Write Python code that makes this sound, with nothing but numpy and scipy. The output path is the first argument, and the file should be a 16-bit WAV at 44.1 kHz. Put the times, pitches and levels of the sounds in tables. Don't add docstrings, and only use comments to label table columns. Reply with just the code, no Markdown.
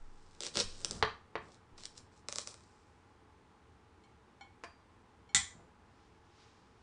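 import sys
import numpy as np
from scipy import signal
from scipy.fft import rfft, irfft
from scipy.io import wavfile
from scipy.ndimage import uniform_filter1d

SR = 44100
rng = np.random.default_rng(int(sys.argv[2]) if len(sys.argv) > 2 else 0)


def unload_audio(sound):
    columns = np.transpose(np.atleast_2d(sound))
    steps = np.round(np.clip(columns, -1, 1) * 32767)
    wavfile.write(sys.argv[1], SR, steps.astype(np.int16))


N = 301100
TIME = np.arange(N) / SR

# frequency in Hz, relative level in dB.
MELON = [(30, -26), (130, -13), (230, -6), (310, -10), (380, 2), (480, 4), (590, -7), (800, -16),
         (1220, -10), (1700, -15), (2400, -14), (5000, -34)]


def from_db(db):
    return 10 ** (np.asarray(db) / 20)


def rms_one(x):
    return x / np.sqrt(np.mean(x ** 2) + 1e-20)


def convolve(x, response):
    return signal.fftconvolve(x, response)[:N]


def clicks(times, heights):
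    samples = np.round(np.asarray(times) * SR).astype(int)
    return np.bincount(samples, heights, N)[:N]


def pulse(spectrum, size=4096):
    hz, db = np.transpose(spectrum)
    grid = np.maximum(np.fft.rfftfreq(size, 1 / SR), 1)
    grid_db = np.interp(np.log(grid), np.log(hz), db)
    cepstrum = irfft(np.log(from_db(grid_db)))
    cepstrum[0] = 0
    shape = irfft(np.exp(rfft(2 * cepstrum[:size // 2], size)))
    return shape / np.abs(shape).max()


def noise(spectrum):
    return rms_one(convolve(rng.standard_normal(N), pulse(spectrum)))


def ring(x, hz, t60):
    radius = from_db(-60 / (t60 * SR))
    angle = 2 * np.pi * hz / SR
    return signal.lfilter([0, np.sin(angle)], [1, -2 * radius * np.cos(angle), radius ** 2], x + 1e-18)


def dying(t60):
    return from_db(-60 * TIME[:SR] / t60)


def colourless(response, size=140):
    power = np.abs(rfft(response, SR)) ** 2
    for _ in range(2):
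        power = uniform_filter1d(power, size)
    inverse_db = -10 * np.log10(power + 1e-9)
    inverse = pulse(np.column_stack([np.arange(len(power)) + 1, inverse_db]))
    even = signal.fftconvolve(response, inverse)[:SR]
    return even / np.linalg.norm(even)


def dense_ring(t60):
    return colourless(rng.standard_normal(SR) * dying(t60))


def softened(x, hard_hz):
    return signal.sosfilt(signal.butter(1, min(hard_hz, .45 * SR), fs=SR, output="sos"), x)


def struck(modes, s, db, hard_hz):
    total = np.zeros(N)
    for hz, mode_db, t60 in modes:
        heights = from_db(db + mode_db) / np.hypot(1, hz / hard_hz)
        total += ring(clicks(s, heights), hz, t60) * rng.choice([-1, 1])
    return total


def efforts(rows, attack_db_per_s, release_db_per_s):
    levels = []
    for s, length, db, build_db in rows:
        build = build_db * np.clip(1 - (TIME - s) / length, 0, 1)
        attack = attack_db_per_s * np.maximum(s - TIME, 0)
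        release = release_db_per_s * np.maximum(TIME - s - length, 0)
        levels.append(db - build - attack - release)
    return np.max(levels, axis=0)


def room(x, wet_db, build_s=.009):
    # delay in seconds, level in dB.
    echoes = [(.0014, -9), (.0036, -16), (.0087, -13)]
    # frequency in Hz, relative level in dB, time to fall 60 dB in seconds.
    tail_bands = [(100.3, 0, 0.459), (396, -4.5, 0.32), (1190, 6.5, .32), (3486, 3, 0.3), (7050, 0, 0.34),
                  (10100, 6.5, .25)]
    delays, echo_db = np.transpose(echoes)
    near = clicks(np.append(0, delays), np.append(1, from_db(echo_db)))[:SR]
    hz, db, t60 = np.transpose(tail_bands)
    white = rfft(rng.standard_normal(SR))
    grid = np.log(np.arange(SR // 2 + 1) + 1)
    tail = np.zeros(SR)
    for share, band_db, band_t60 in zip(np.eye(len(hz)), db, t60):
        band = irfft(white * np.interp(grid, np.log(hz), share), SR)
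        tail += band * from_db(band_db) * dying(band_t60)
    tail *= 1 - np.exp(-(TIME[:SR] / build_s) ** 2)
    return convolve(x, colourless(near + from_db(wet_db) * tail / np.linalg.norm(tail)))


def room_tone():
    # frequency in Hz, relative level in dB.
    air_colour = [(15, -53), (25, -19.5), (65, -2), (118, -2), (141, -13.5), (168, -7), (375, -8.5),
                  (404, -21.5), (447, -15.5), (737, -21), (857, -12.5), (924, -26.5), (996, -11.5),
                  (2580, -24.5), (10000, -39), (13000, -61.5), (22000, -120)]
    # frequency in Hz, width in Hz, level in dB.
    fan_hums = [(79.4, 16, -73), (438.2, 34, -74.5), (842, 80, -73), (969, 19, -82.5)]
    fan = np.zeros(N)
    for hz, width, db in fan_hums:
        t60 = np.log(1000) / (np.pi * width)
        fan += from_db(db) * rms_one(ring(rng.standard_normal(N), hz, t60))
    return from_db(-65) * noise(air_colour) + fan


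def sway():
    # start in seconds, level in dB before the low-pass filter.
    leans = [(0, -41.5), (0.639, -40.5), (1.721, -55)]
    s, db = np.transpose(leans)
    rocking = ring(clicks(s, from_db(db)), hz=17, t60=1.1)
    return signal.sosfilt(signal.butter(2, 35, fs=SR, output="sos"), rocking)


def table():
    # time in seconds, level in dB before the mode's own level.
    shoves = [(0.569, -47), (0.637, -49.5), (0.904, -51), (.955, -46), (1.026, -41.5), (1.354, -54.5),
              (5.349, -42), (5.552, -60)]
    # frequency in Hz, relative level in dB, time to fall 60 dB in seconds.
    table_modes = [(62.6, -2, 0.4), (87.3, -2, 0.36), (124, -5, 0.21), (172, 0.5, .14), (222, -5, 0.24)]
    # start in seconds, length in seconds, final level in dB, build-up in dB.
    rocks = [(.54, 0.042, -58, 0), (.72, 0.24, -51.5, 14), (.96, 0.054, -52.5, 5), (1.38, .1, -60.5, 3),
             (1.72, 0.33, -69, 3), (2.25, 0.29, -69, 2), (5.55, 0.059, -60, 4)]
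    # frequency in Hz, relative level in dB.
    rumble_colour = [(20, -15), (45, -11.5), (90, -2), (200, -2.5), (300, -8), (450, -7), (700, -12.5),
                     (1400, -16.5), (4000, -42)]
    holding_db = -77
    s, db = np.transpose(shoves)
    boom = sum(ring(clicks(s, from_db(db + mode_db)), hz, t60) for hz, mode_db, t60 in table_modes)
    boom = signal.sosfilt(signal.butter(4, 62, "high", fs=SR, output="sos"), boom)
    rocking = from_db(efforts(rocks, attack_db_per_s=301, release_db_per_s=138))
    return boom + np.hypot(rocking, from_db(holding_db)) * noise(rumble_colour)


def sliding():
    # start in seconds, length in seconds, final level in dB, build-up in dB.
    slides = [(5.9, 0.13, -76, 8), (6.27, .15, -67, 12), (6.75, .07, -76.5, 5)]
    # frequency in Hz, relative level in dB.
    slide_colour = [(500, -13), (1300, -2.5), (2500, -1), (5300, -0.5), (7000, -7.5), (10000, -22)]
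    level_db = efforts(slides, attack_db_per_s=101, release_db_per_s=47)
    return from_db(level_db) * noise(slide_colour)


def handle():
    # time in seconds, level in dB before the gains of thud and ring.
    bump = (4.6368, -34.5)
    # frequency in Hz, relative level in dB.
    bump_colour = [(100, -15), (400, -8), (700, -5), (1700, -7), (2500, -9), (3500, -19.5), (5000, -16.5),
                   (7000, -23), (10000, -31.5)]
    # frequency in Hz, relative level in dB, time to fall 60 dB in seconds.
    handle_modes = [(493, -13, .05), (688, -8.5, 0.11), (890, -23, 0.049), (1040, -5, 0.045),
                    (1730, -7.5, 0.036), (2430, -12, 0.051), (4740, -24, 0.36)]
    s, db = bump
    hit = clicks([s], [from_db(db)])
    thud = convolve(convolve(hit, pulse(bump_colour)), dense_ring(t60=.05))
    steel_ring = sum(from_db(mode_db) * ring(hit, hz, t60) for hz, mode_db, t60 in handle_modes)
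    return from_db(9.5) * thud + from_db(-3.5) * steel_ring


def knife():
    # time in seconds, then levels in dB (before their gains below) of blade ring, dish ring
    # and contact tick, and hardness as a treble cutoff in Hz.
    clinks = [(4.0378, -61.5, -90.5, -61, 9100), (4.4098, -41.5, -62, -40.5, 1600),
              (5.2912, -55.5, -79.5, -64, 12100), (5.3474, -41, -18.5, -10, 12000),
              (5.3560, -48, -25.5, -18.5, 4955), (5.3600, -42.5, -23, -17, 12000),
              (5.3665, -44.5, -33, -15, 9000)]
    # frequency in Hz, relative level in dB, time to fall 60 dB in seconds.
    blade_modes = [(797, -2, .16), (1040, -10, .1), (1448, -9, .1), (1700, -11, .08), (2207, -3, .18),
                   (2304, -5, .12), (3110, -5, .12), (3381, -9, .12), (4240, -4, .13), (5599, -10, .12),
                   (7080, -10, .11)]
    # frequency in Hz, relative level in dB, time to fall 60 dB in seconds.
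    dish_modes = [(1360, -17, .08), (1995, -5.5, .09), (2126, -13, .12), (3626, -9, .13), (3912, -12, .1),
                  (4479, -18, .14), (5399, -16, .14), (5771, -15, .12), (6045, -10, .1), (6208, -11, .12),
                  (6364, -13, .14), (6938, -7, .13), (7035, -3, .17), (7109, -6, .13), (7239, -6, .14),
                  (7346, -11, .12), (7647, -10, .14), (7848, -9, .15), (8350, -9, .16), (8773, -12, .14)]
    # frequency in Hz, relative level in dB.
    tick_colour = [(30, -41), (150, -21.5), (500, -27.5), (900, -16), (1400, -8), (2100, -4), (2700, -11.5),
                   (3500, 1.5), (5000, -3.5), (6100, -4.5), (6600, -2), (7200, 4.5), (8300, -6),
                   (9200, -7.5), (10000, -16.5)]
    s, blade_db, dish_db, tick_db, hard_hz = np.transpose(clinks)
    blade = from_db(-4) * struck(blade_modes, s, blade_db, hard_hz)
    dish = from_db(-5) * struck(dish_modes, s, dish_db, hard_hz)
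    clatter = np.zeros(N)
    for at, db, hz in zip(s, tick_db, hard_hz):
        buzz = from_db(6) * dense_ring(t60=.01) + from_db(3.5) * dense_ring(t60=.13)
        clatter += convolve(clicks([at], [from_db(db)]), softened(buzz, hz))
    return blade + dish + convolve(clatter, pulse(tick_colour))


def knocks():
    # time in seconds, blow level in dB (before a 4 dB boost), rattle level in dB,
    # hardness as a treble cutoff in Hz.
    knock_rows = [(1.0262, -12, -3, 6500), (1.355, -23, -12.5, 2220)]
    # frequency in Hz, relative level in dB.
    board_colour = [(30, -16), (100, -6), (280, -10), (410, 4), (600, -5), (800, -3), (1100, 0), (1450, -6),
                    (1850, -3), (2800, -9), (4300, -7), (6000, -19), (10000, -34)]
    wall_s, wall_db = .0233, -15
    out = np.zeros(N)
    for s, blow_db, rattle_db, hard_hz in knock_rows:
        rattle = from_db(rattle_db) * softened(dense_ring(t60=.05), 2580)
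        blow = from_db(blow_db + 4) * dense_ring(t60=.014)
        hits = clicks([s, s + wall_s], [1, from_db(wall_db)])
        out += convolve(hits, softened(blow + rattle, hard_hz))
    return convolve(out, pulse(board_colour))


def snaps(x):
    # time in seconds, share of rind from 0 to 1.
    rind_share = [(0, 0.14), (.55, 0.89), (.65, 1), (.85, 0.32), (1.8, 0.7), (2.3, 0.03), (6.83, 0.06)]
    # frequency in Hz, relative level in dB.
    rind_colour = [(200, -25), (900, -13.5), (1900, -10), (2600, -5), (3300, -2), (4300, 0), (5500, 0.5),
                   (6500, -6.5), (8000, -6.5), (9500, -14.5), (11000, -27.5)]
    # frequency in Hz, relative level in dB.
    flesh_colour = [(200, -33), (900, -19.5), (1900, -24), (2800, -12), (4000, -2.5), (5400, 0.5),
                    (6500, -4), (7700, -1), (9500, -11), (11000, -28)]
    share = np.clip(np.interp(TIME, *np.transpose(rind_share)), 0, 1)
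    return convolve(x * share, pulse(rind_colour)) + convolve(x * (1 - share), pulse(flesh_colour))


def tearing_level():
    # start in seconds, length in seconds, final level in dB (before a later trim), build-up in dB.
    tears = [(0, .4, -63, 8), (.415, 0.051, -33.5, 13), (.545, 0.064, -24.5, 15.5), (.66, .33, -47, 5),
             (1.42, 0.14, -61, 7), (1.782, .072, -48.5, 3.5), (1.955, .022, -45.5, 15),
             (2.12, 0.075, -63.5, 5), (2.29, 0.13, -41.5, 11), (2.47, 0.041, -46.5, -2)]
    juice_db, juice_fade_db_per_s = -60, 35
    since = TIME - tears[-1][0]
    juice = np.where(since > 0, juice_db - juice_fade_db_per_s * since, -np.inf)
    return np.maximum(efforts(tears, attack_db_per_s=1500.5, release_db_per_s=600.5), juice)


def tearing(tear_db, per_s, spread_db, body_db):
    unevenness = np.minimum(rng.exponential(1, N), 2.6)
    sizes = from_db(spread_db * unevenness) * rng.choice([-1, 1], N)
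    grains = sizes * (rng.random(N) < per_s / SR)
    body = rms_one(convolve(grains, pulse(MELON)))
    crackle = rms_one(snaps(grains)) + from_db(body_db) * body
    return from_db(tear_db - 8) * crackle


def small_cracks(tear_db):
    per_s, threshold_db = 32, -66
    snap_base_db, growth = -51.5, 0.65
    spread_db, body_db = 3.5, -15.5
    count = int(per_s * N / SR)
    chance = rng.random((count, 2))
    s = (np.arange(count) + chance[:, 0]) / per_s
    strain_db = np.interp(s, TIME, tear_db) - threshold_db
    snap_db = snap_base_db + growth * strain_db + spread_db * (2 * chance[:, 1] - 1)
    return np.column_stack([s, snap_db, snap_db + body_db])[strain_db > 0]


def cracks(rows, run_s=.0009, branch_db=-11, count=5):
    # frequency in Hz, relative level in dB.
    halves_colour = [(30, -20), (140, -2), (300, -1), (450, 2), (590, 6.5), (780, -4.5), (1000, 1.5),
                     (1250, 4.5), (1600, -8), (2400, 0.5), (5000, -31)]
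    split_s = 1.7
    s, snap_db, body_db = np.transpose(rows)
    late = rng.uniform(0, run_s, (len(s), count))
    sign = rng.choice([-1, 1], (len(s), count))
    branch_heights = sign * from_db(snap_db + branch_db)[:, None]
    branches = clicks((s[:, None] + late).ravel(), branch_heights.ravel())
    shakes = clicks(s, from_db(body_db))
    whole = convolve(shakes * (TIME < split_s), pulse(MELON))
    gaping = convolve(shakes * (TIME >= split_s), pulse(halves_colour))
    whole_body = from_db(4) * convolve(whole, dense_ring(t60=0.053))
    gaping_body = from_db(8) * convolve(gaping, dense_ring(t60=0.023))
    return from_db(0.7) * snaps(clicks(s, from_db(snap_db)) + branches) + whole_body + gaping_body


def scene():
    # time in seconds, then levels in dB (before the gains
    loud_cracks = [(.406, -23, -37.5), (.4231, -28, -41.5), (.435, -22.5, -40), (.4545, -27.5, -40),
                   (.4662, -22, -36.5), (.5563, -22, -30), (.5717, -12.5, -23.5), (.591, -18.5, -28),
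                   (.6012, -15.5, -29), (.6053, -15, -29.5), (.8473, -12.5, -37.5), (.9105, -18.5, -37),
                   (1.7834, -47, -50), (1.836, -32.5, -62), (1.8552, -23, -63), (1.9785, -33.5, -66),
                   (2.2861, -20, -35.5), (2.3255, -21.5, -38.5), (2.3585, -22, -40.5), (2.3847, -16.5, -35),
                   (2.4739, -24.5, -42.5), (2.5424, -36, -50)]
    tear_db = tearing_level()
    fibres = tearing(tear_db, per_s=2200, spread_db=3.5, body_db=-13.5)
    melon = room(cracks(loud_cracks) + cracks(small_cracks(tear_db)) + fibres, wet_db=-8.5)
    board = room(knocks() + handle(), wet_db=-7)
    steel = room(knife(), wet_db=-6.5)
    mono = melon + board + steel + table() + sway() + sliding() + room_tone()
    return np.array([mono, mono])


def record(dry):
    return signal.sosfilt(signal.ellip(10, .3, 70, 10000, fs=SR, output="sos"), dry)


dry = scene()
out = record(dry)
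unload_audio(out)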